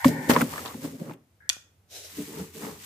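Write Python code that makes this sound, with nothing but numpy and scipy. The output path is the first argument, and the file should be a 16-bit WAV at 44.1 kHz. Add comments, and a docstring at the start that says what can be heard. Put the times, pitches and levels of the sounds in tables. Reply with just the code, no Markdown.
"""A pack slides with a faint squeak amid rustling wrap, while frozen packs knock, tap, drag and scuff on a
hollow freezer shelf and their plastic wrap cracks, over room hiss and a cabinet hum that comes and goes.
A stiff tray snaps back in the pause, a bag swishes, and a quieter second spell of handling follows.
Friction is shaped noise or random grains, the shelf is resonators and decaying sines, the tray is
a set of struck modes, and dying noise bands give the reverberant tail of cracks and snaps."""
import sys
import numpy as np
from scipy import signal
from scipy.fft import rfft, irfft
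from scipy.io import wavfile

SR = 44100
rng = np.random.default_rng(int(sys.argv[2]) if len(sys.argv) > 2 else 0)


def waveform_to_disk(signal):
    """Save audio, clipped to [-1, 1], as 16-bit WAV at the path in sys.argv[1]."""
    frames = np.transpose(np.atleast_2d(signal))
    scaled = np.clip(frames, -1, 1) * 32767
    samples = np.round(scaled).astype(np.int16)
    wavfile.write(sys.argv[1], SR, samples)


N = 125685
T = np.arange(N) / SR


def amp(db):
    """Decibel definition: amplitude ratio is ten to the power dB / 20."""
    return 10 ** (np.asarray(db, float) / 20)


def unit(x):
    """Normalisation of mean power: scale to an rms of 1."""
    return x / np.sqrt(np.mean(x ** 2) + 1e-20)


def noise():
    """White noise: two independent signals with equal mean power at every frequency."""
    return rng.standard_normal((2, N))


def filtered(x, order, edge_hz, kind="low"):
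    """Butterworth filtering: a maximally flat passband."""
    return signal.sosfilt(signal.butter(order, edge_hz, kind, fs=SR, output="sos"), x)


def level(spells):
    """Amplitude envelope: gain moves linearly in dB through each spell, near silence between spells."""
    silent_db, fade_s = -95, .012
    gain = 0
    for rows in spells:
        s, db = np.transpose(rows)
        times = np.r_[s[0] - fade_s, s, s[-1] + fade_s]
        gain = gain + amp(np.interp(T, times, np.r_[silent_db, db, silent_db]))
    return gain


def at_hz(points, hz):
    """Spectral interpolation: values run linearly along log frequency."""
    points = np.array(points)
    return np.interp(np.log(hz), np.log(points[:, 0]), points[:, 1])


def widen(mid_side):
    """Interaural coherence: unrelated signals become left and right, alike in bass, unlike in treble."""
    # Each row: frequency in Hz, left-right correlation.
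    likeness = [(40, .9), (100, 0.97), (300, 0.95), (600, 0.61), (1200, 0.071), (4000, 0.11),
                (12000, 0.062)]
    mid, side = rfft(mid_side)
    alike = np.clip(at_hz(likeness, np.arange(len(mid)) * SR / N + 1), -1, 1)
    left_right = np.sqrt(1 + alike) * mid + np.sqrt(1 - alike) * side * [[1], [-1]]
    return irfft(left_right, N) / np.sqrt(2)


def coloured(x, spectrum):
    """Spectral shaping: weight each frequency, steep outside the end points; widened, rms 1."""
    hz = np.arange(N // 2 + 1) * SR / N + 1
    edge = np.clip(np.minimum(hz / spectrum[0][0], spectrum[-1][0] / hz), 0, 1) ** 4
    return unit(widen(irfft(rfft(x) * amp(at_hz(spectrum, hz)) * edge, N)))


def grains(per_s, spread_db):
    """Stick-slip friction: tiny slips of uneven size at random instants."""
    born = rng.random((2, N)) < per_s / SR
    size_db = spread_db * np.minimum(rng.exponential(1, (2, N)), 5)
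    return born * noise() * amp(size_db)


def resonate(x, hz, width_hz):
    """Damped resonance: a two-pole resonator whose bandwidth sets its decay."""
    r = np.exp(-np.pi * width_hz / SR)
    zeros = [(1 - r * r) / 2, 0, (r * r - 1) / 2]
    return signal.lfilter(zeros, [1, -2 * r * np.cos(2 * np.pi * hz / SR), r * r], x)


def ping(s, hz, t60, attack_s):
    """Free vibration of one mode: a sine swells smoothly, then decays exponentially."""
    out, start = np.zeros(N), int(s * SR)
    t = T[:min(N - start, int((t60 + attack_s) * SR))]
    swell = np.sin(np.pi / 2 * np.minimum(t / attack_s, 1)) ** 2
    decay = amp(-60 * np.maximum(t - attack_s, 0) / t60)
    out[start:start + len(t)] = np.sin(2 * np.pi * hz * t) * swell * decay
    return out


def burst(s, length_s):
    """Impulsive release: instant start, exponential decay with the time constant length_s."""
    return (T >= s) * np.exp(-np.maximum(T - s, 0) / length_s)


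def ticks(per_s, low_hz, high_hz, cycles):
    """Impulse excitation: random slips ring short resonances, each at one of ten pitches."""
    hits = grains(per_s, 0.96) + 1e-18  # the tiny offset keeps the filters from stalling
    dealt = rng.integers(0, 10, N)
    pitches = enumerate(np.geomspace(low_hz, high_hz, 10))
    return unit(widen(sum(resonate(hits * (dealt == k), hz, hz / cycles) for k, hz in pitches)))


def slides():
    """Frictional vibration over frost: a narrow gliding squeak, a steep band and a lower resonance."""
    # Each row: start and end in seconds, level in dB, squeak pitch at start and end in Hz,
    # squeak width in Hz, level of the band around it and of the lower resonance in dB against the squeak.
    glides = [(-.05, .29, -38.5, 1880, 1800, 80, -1, -1), (1.403, 1.49, -57, 1660, 1690, 50, -4, -23),
              (.69, .727, -45.5, 1110, 1200, 60, -12, -25)]
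    low_hz = 860
    out = 0
    for start, end, db, hz0, hz1, width_hz, band_db, low_db in glides:
        x, parts = noise(), rng.standard_normal((2, 2, N))
        # slow complex noise carried up to the squeak pitch makes a narrow band
        waver = filtered(parts[0] + 1j * parts[1], 2, width_hz / 2)
        phase = 2 * np.pi * np.cumsum(np.interp(T, [start, end], [hz0, hz1])) / SR
        tone = unit((waver * np.exp(1j * phase)).real)
        band = unit(filtered(x, 6, [hz1 * .8, hz1 * 1.29], "band"))
        low = unit(resonate(resonate(x, low_hz, 170), low_hz, 320))
        rub = unit(widen(tone + amp(band_db) * band + amp(low_db) * low))
        gate = np.clip(np.minimum(T - start, end - T) / .003, 0, 1)
        out = out + amp(db) * rub * gate
    return out


def rustle():
    """Dense stick-slip of wrap on wrap: countless coloured grains, with sparser ringing crinkles."""
    # Two spells of handling. 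Each row: time in seconds, level in dB.
    rustle_levels = [
        [(0, -46), (.04, -47.5), (.05, -30), (.09, -33.5), (.105, -41.5), (.18, -49), (.285, -45),
         (.299, -21.5), (.33, -32.5), (.36, -38.5), (.41, -33), (.43, -40), (.487, -44), (.51, -40),
         (.665, -43), (.71, -46.5), (.8, -51), (.85, -40.5), (.87, -47), (.985, -56.5), (1.0, -52),
         (1.137, -58), (1.19, -96)],
        [(2.06, -57), (2.1, -48), (2.154, -45.5), (2.172, -42), (2.29, -45.5), (2.342, -47), (2.396, -43),
         (2.522, -55.5), (2.548, -46), (2.65, -42), (2.774, -50.5), (2.85, -43)],
    ]
    # Each row: frequency in Hz, relative spectral level in dB.
    rustle_colour = [(530, -32), (900, -12.5), (1400, -14), (2000, -10), (3700, -12.5), (5500, -12.5),
                     (7940, -10.5), (9610, -15.5), (12200, -13), (15700, -12)]
    fine = coloured(grains(11000, 1.2), rustle_colour)
    crinkles = ticks(800, 2000, 12000, cycles=7.4)
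    return level(rustle_levels) * (fine + amp(-11) * crinkles)


def hiss_and_hum():
    """Stationary noise and narrow-band filtering: steady room hiss and a cabinet hum of varying level."""
    # Each row: frequency in Hz, relative spectral level of the hiss in dB.
    hiss_colour = [(28, -24.5), (60, -5), (120, -2.5), (280, -14), (565, -16.5), (1400, -22.5),
                   (4500, -28.5), (15700, -30.5)]
    # Level of the hum. Each row: time in seconds, level in dB.
    hum_levels = [
        [(0.0, -71), (0.05, -38), (0.25, -66), (0.3, -46), (1.23, -68), (2.37, -61), (2.41, -46.5), (2.56, -61),
         (2.75, -49.5), (2.85, -68)],
    ]
    hum_hz, width_hz, hiss_db = 86, 18, -67.5
    hiss = amp(hiss_db) * coloured(noise(), hiss_colour)
    hum = resonate(resonate(noise(), hum_hz, width_hz), hum_hz, 2 * width_hz)
    return hiss + level(hum_levels) * unit(widen(hum))


def taps():
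    """Impact of hard frozen corners: two short partials and a puff of noise, partials later on the right."""
    # Each row: start in seconds, level in dB, pitch in Hz before a small random detuning.
    corners = [(0.045, -11.5, 956), (0.046, -14, 1117), (0.294, -23, 1910), (0.308, -16.5, 935),
               (0.363, -10, 992), (0.528, -31.5, 960), (0.536, -28.5, 1200), (0.559, -29, 1174),
               (0.579, -25.5, 1710), (0.592, -31, 1280), (0.658, -29.5, 1034), (0.743, -39, 830),
               (1.096, -36, 1080), (1.11, -34, 860), (2.629, -47, 800)]
    t60_s, lag_s = .028, .0002
    over, over_db = 1.7, -10.5  # pitch ratio and level of the upper partial
    puff_db, puff_s = -8, .004
    puff = unit(widen(filtered(noise(), 2, [700, 2100], "band")))
    out = 0
    for (s, db, hz), detune in zip(corners, rng.normal(1, 0.04, (len(corners), 2))):
        sides = []
        for at, ratio in zip((s, s + lag_s), detune):
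            main = ping(at, hz * ratio, t60_s, 0.0011)
            upper = ping(at, hz * over * ratio, t60_s / 2, 0.0013)
            sides.append(main + amp(over_db) * upper)
        out = out + amp(db) * (np.array(sides) + amp(puff_db) * puff * burst(s, puff_s))
    return out


def cracks():
    """Sudden release of strain in wrap: short sprays of grains, each with its own ring and brightness."""
    # Each row: start in seconds, level in dB, decay constant in seconds, ring pitch in Hz,
    # relative level in dB of the spray's treble.
    crack_rows = [(0.045, -16, 0.0024, 1860, -5.5), (0.081, -24, 0.0044, 5000, -6),
                  (0.2968, -11.5, 0.0029, 1830, -13), (0.302, -17.5, 0.003, 4500, -4),
                  (0.305, -13, .003, 2870, -3), (0.312, -14, 0.0044, 1870, -5),
                  (0.335, -21.5, 0.0045, 4820, -2), (0.339, -23.5, 0.0039, 3580, -6),
                  (0.347, -26, .003, 4300, -6.5), (0.365, -20, 0.0017, 1960, -7),
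                  (0.416, -20, 0.0045, 2650, 6), (0.658, -27.5, 0.007, 3700, -5),
                  (0.676, -30.5, 0.004, 3900, -16), (0.999, -41, 0.0024, 1523, -1.5),
                  (1.136, -47, 0.0036, 2950, 3)]
    split_hz = 6340
    ring_db, ring_cycles, left_over_right_db = 5.5, 4.6, 3.5
    spray = filtered(widen(grains(8200, 2.6)), 2, 1200, "high")
    low = unit(filtered(spray, 2, split_hz))
    top = unit(filtered(spray, 2, split_hz, "high"))
    out = 0
    for s, db, length_s, hz, top_db in crack_rows:
        gate = amp(db) / 2 * burst(s, length_s)
        ring = resonate(gate * low + 1e-18, hz, hz / ring_cycles)
        out = out + gate * (low / 2 + amp(top_db) * top) + amp(ring_db) * ring
    return out * amp(left_over_right_db * np.array([[.5], [-.5]]))


def kitchen(x):
    """Diffuse reverberation by convolution: tray and kitchen ring on as noise dying band by band."""
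    # Each row: centre in Hz, width in Hz, t60 in seconds, level in dB.
    tail_bands = [(1560, 550, .4, -33), (520, 150, .35, -43), (2470, 180, 0.35, -25),
                  (3400, 320, 0.36, -26.5), (3180, 3300, 0.29, -31), (6300, 2200, 0.35, -29.5),
                  (8490, 2500, 0.16, -34), (11550, 2100, 0.3, -36.5)]
    t, tail = np.arange(SR // 2) / SR, 0
    for hz, width_hz, t60, db in tail_bands:
        band = filtered(rng.standard_normal((2, len(t))), 2, [hz - width_hz / 2, hz + width_hz / 2], "band")
        tail = tail + amp(db - 60 * t / t60) * band
    return signal.fftconvolve(x, tail * np.minimum(t / .006, 1), axes=1)[:, :N]


def knocks():
    """Modal response of the hollow shelf: each knock or press swells one low mode and an overtone."""
    # Each row: start in seconds, level in dB, pitch in Hz, t60 in seconds, swell in seconds.
    presses = [(0.052, -3.5, 259.2, 0.079, 0.0096), (0.294, -13, 240, 0.022, 0.0037),
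               (.422, -14.5, 236.5, 0.077, 0.0053), (.745, -29.5, 235, 0.025, 0.011),
               (0.84, -28.5, 269.3, 0.1, 0.0058), (1.013, -25.5, 249.4, 0.043, 0.0094),
               (1.098, -34, 297.6, 0.11, 0.005), (2.184, -35.5, 290, 0.12, 0.018),
               (2.189, -31, 192, 0.11, 0.005), (2.397, -28, 177, 0.06, 0.02),
               (2.277, -45, 302, 0.16, 0.043), (2.351, -35.5, 430.6, 0.073, 0.036),
               (2.55, -38.5, 295, 0.098, 0.018), (0.055, -15.5, 153.3, 0.11, 0.0082),
               (.42, -24, 160, 0.089, 0.0144), (2.631, -38.5, 168.6, 0.2, 0.011)]
    over, over_db = 2.12, -14.5  # pitch ratio and level of the overtone
    out = 0
    for s, db, hz, t60, swell_s in presses:
        overtone = ping(s, hz * over, t60, swell_s)
        out = out + amp(db) * (ping(s, hz, t60, swell_s) + amp(over_db) * overtone)
    return out


def drag():
    """Forced vibration: rough dragging drives shelf resonances, weighted differently after the pause."""
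    # Each row: time in seconds, level in dB.
    drag_levels = [
        [(0.085, -17.5), (0.107, -26.5), (0.125, -28), (0.139, -31.5), (0.225, -37.5), (0.265, -38.5),
         (0.29, -28)],
        [(0.297, -15.5), (0.305, -15), (0.355, -29), (0.371, -21.5), (0.399, -28.5), (0.425, -26.5),
         (0.513, -45), (0.597, -40.5), (0.729, -51), (0.751, -42), (0.819, -48), (0.845, -30.5), (0.903, -45.5),
         (0.947, -37.5), (0.979, -52), (1.021, -29), (1.039, -39.5), (1.107, -39), (1.32, -84.5)],
        [(2.114, -69), (2.166, -54.5), (2.186, -34), (2.202, -33), (2.252, -50.5), (2.298, -43), (2.418, -36),
         (2.45, -44), (2.53, -62.5), (2.562, -41.5), (2.592, -43.5), (2.664, -35.5), (2.734, -45), (2.758, -52),
         (2.85, -65)],
    ]
    # Each row: pitch in Hz, width in Hz of the first of two resonators (the second is twice as wide),
    # relative level in dB before the pause and after it.
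    shelf = [(123, 20, -11, -11.5), (160, 16, -5, 1), (213, 50, -15.5, 1), (250.6, 45, 1, -10.5),
             (295, 31, -11, 4), (377, 26, -11, -5.5), (429.7, 44, -12.5, 2), (526.5, 100, -8.5, -17)]
    switch_s = 1.5  # within the pause
    before, after = 0, 0
    for hz, width_hz, before_db, after_db in shelf:
        ring = resonate(resonate(noise(), hz, width_hz), hz, 2 * width_hz) / np.sqrt(width_hz)
        before = before + amp(before_db) * ring
        after = after + amp(after_db) * ring
    return level(drag_levels) * np.where(T < switch_s, unit(widen(before)), unit(widen(after)))


def scuff():
    """Intermittent friction on frost: coloured grains in the middle range, with ringing ticks."""
    # Each row: time in seconds, level in dB.
    scuff_levels = [
        [(0.297, -21.5), (0.317, -21), (0.33, -29), (0.36, -27), (0.363, -22.5), (0.395, -36), (0.417, -23),
         (0.445, -47), (0.587, -41.5), (0.627, -51.5), (0.665, -39.5), (0.803, -63), (0.845, -42.5),
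         (0.951, -65.5), (1.105, -48), (1.25, -82.5)],
        [(2.1, -76), (2.18, -57), (2.242, -67), (2.326, -54.5), (2.402, -45.5), (2.42, -50.5), (2.526, -71.5),
         (2.608, -56), (2.634, -38), (2.704, -46), (2.85, -71)],
    ]
    # Each row: frequency in Hz, relative spectral level in dB.
    scuff_colour = [(210, -16), (350, -4), (437, 1), (735, -3.5), (801, 0), (1240, -2.5), (1480, -9.5),
                    (1800, -7.5), (3500, -28), (4550, -46)]
    rub = coloured(grains(3000, 2.3), scuff_colour)
    return level(scuff_levels) * (rub + amp(-10) * ticks(230, 800, 2100, cycles=7.4))


def snap():
    """Modal excitation: short jolts set the tray's modes ringing; returns the tray and the bare jolt."""
    # Each row: start in seconds, level in dB, tilt in dB per octave about the second mode.
    jolts = [(1.4923, -21, 6), (1.4972, -17.5, 0), (1.4995, -24, -14), (1.530, -39.5, 3.5)]
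    # Each row: mode pitch in Hz, relative level in dB, t60 in seconds.
    modes = [(2230, 3, 0.0042), (3410, 12.5, 0.008), (4460, 8.5, 0.0034), (6240, 13, 0.0037),
             (7780, 3, 0.002), (9450, 0, .004), (11700, -4.5, 0.0024), (13300, -10.5, .003)]
    jolt_s = 0.0015
    hiss, tray = widen(noise()), 0
    for k, (hz, mode_db, t60) in enumerate(modes):
        octaves = np.log2(hz / modes[1][0])
        push = hiss * sum(amp(db + tilt * octaves) * burst(s, jolt_s) for s, db, tilt in jolts) + 1e-18
        ring = resonate(push, hz, np.log(1000) / np.pi / t60)
        tray = tray + amp(mode_db) * (-1) ** k * 2 * ring  # neighbouring modes have opposite sign
    return tray, hiss * sum(amp(db) * burst(s, jolt_s) for s, db, tilt in jolts)


def thuds():
    """Damped soft contact: light dull touches in the pause are brief bursts of low noise."""
    # Each row: start in seconds, level in dB before halving.
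    touches = [(1.496, -44.5), (1.566, -37.5), (1.874, -61.5)]
    dull = unit(filtered(rng.standard_normal(N), 2, [90, 685], "band"))
    return dull * sum(amp(db) * burst(s, .0029) for s, db in touches) / 2


def swish():
    """Broadband sliding friction: one bag swishes out before the second spell, as coloured noise."""
    # Each row: time in seconds, level in dB.
    swish_levels = [
        [(1.88, -75.5), (1.914, -49), (1.962, -40.5), (2.032, -46.5), (2.052, -42), (2.085, -49.5), (2.13, -55)],
    ]
    # Each row: frequency in Hz, relative spectral level in dB.
    swish_colour = [(300, -14), (411, -5.5), (675, -6.5), (1150, -23), (1420, -14.5), (2260, -10.5),
                    (3540, -9), (3910, -1.5), (4390, -10.5), (5530, -4), (8370, -11.5), (12700, -12.5),
                    (15700, -20.5)]
    return level(swish_levels) * coloured(noise(), swish_colour)


def scene():
    """Superposition: near sources lean slightly left, over the reverberant tail, hiss and hum."""
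    left_db, crack_tail_db = 0.34, -12
    crack, (tray, jolt) = cracks(), snap()
    near = slides() + rustle() + taps() + crack + knocks() + drag() + scuff() + tray + thuds() + swish()
    tail = kitchen(jolt + amp(crack_tail_db) * crack)
    return near * amp([[left_db], [-left_db]]) + tail + hiss_and_hum()


def record(dry):
    """Band limiting and saturation: the deepest bass is lost, peaks are rounded, the top is cut."""
    bass_cut_hz, cutoff_hz, top = 68, 16050, .95
    dry = filtered(dry, 2, bass_cut_hz, "high")
    rounded = top * np.tanh(dry / top)
    return signal.sosfilt(signal.cheby2(14, 70, cutoff_hz, fs=SR, output="sos"), rounded)


dry = scene()
out = record(dry)
waveform_to_disk(out)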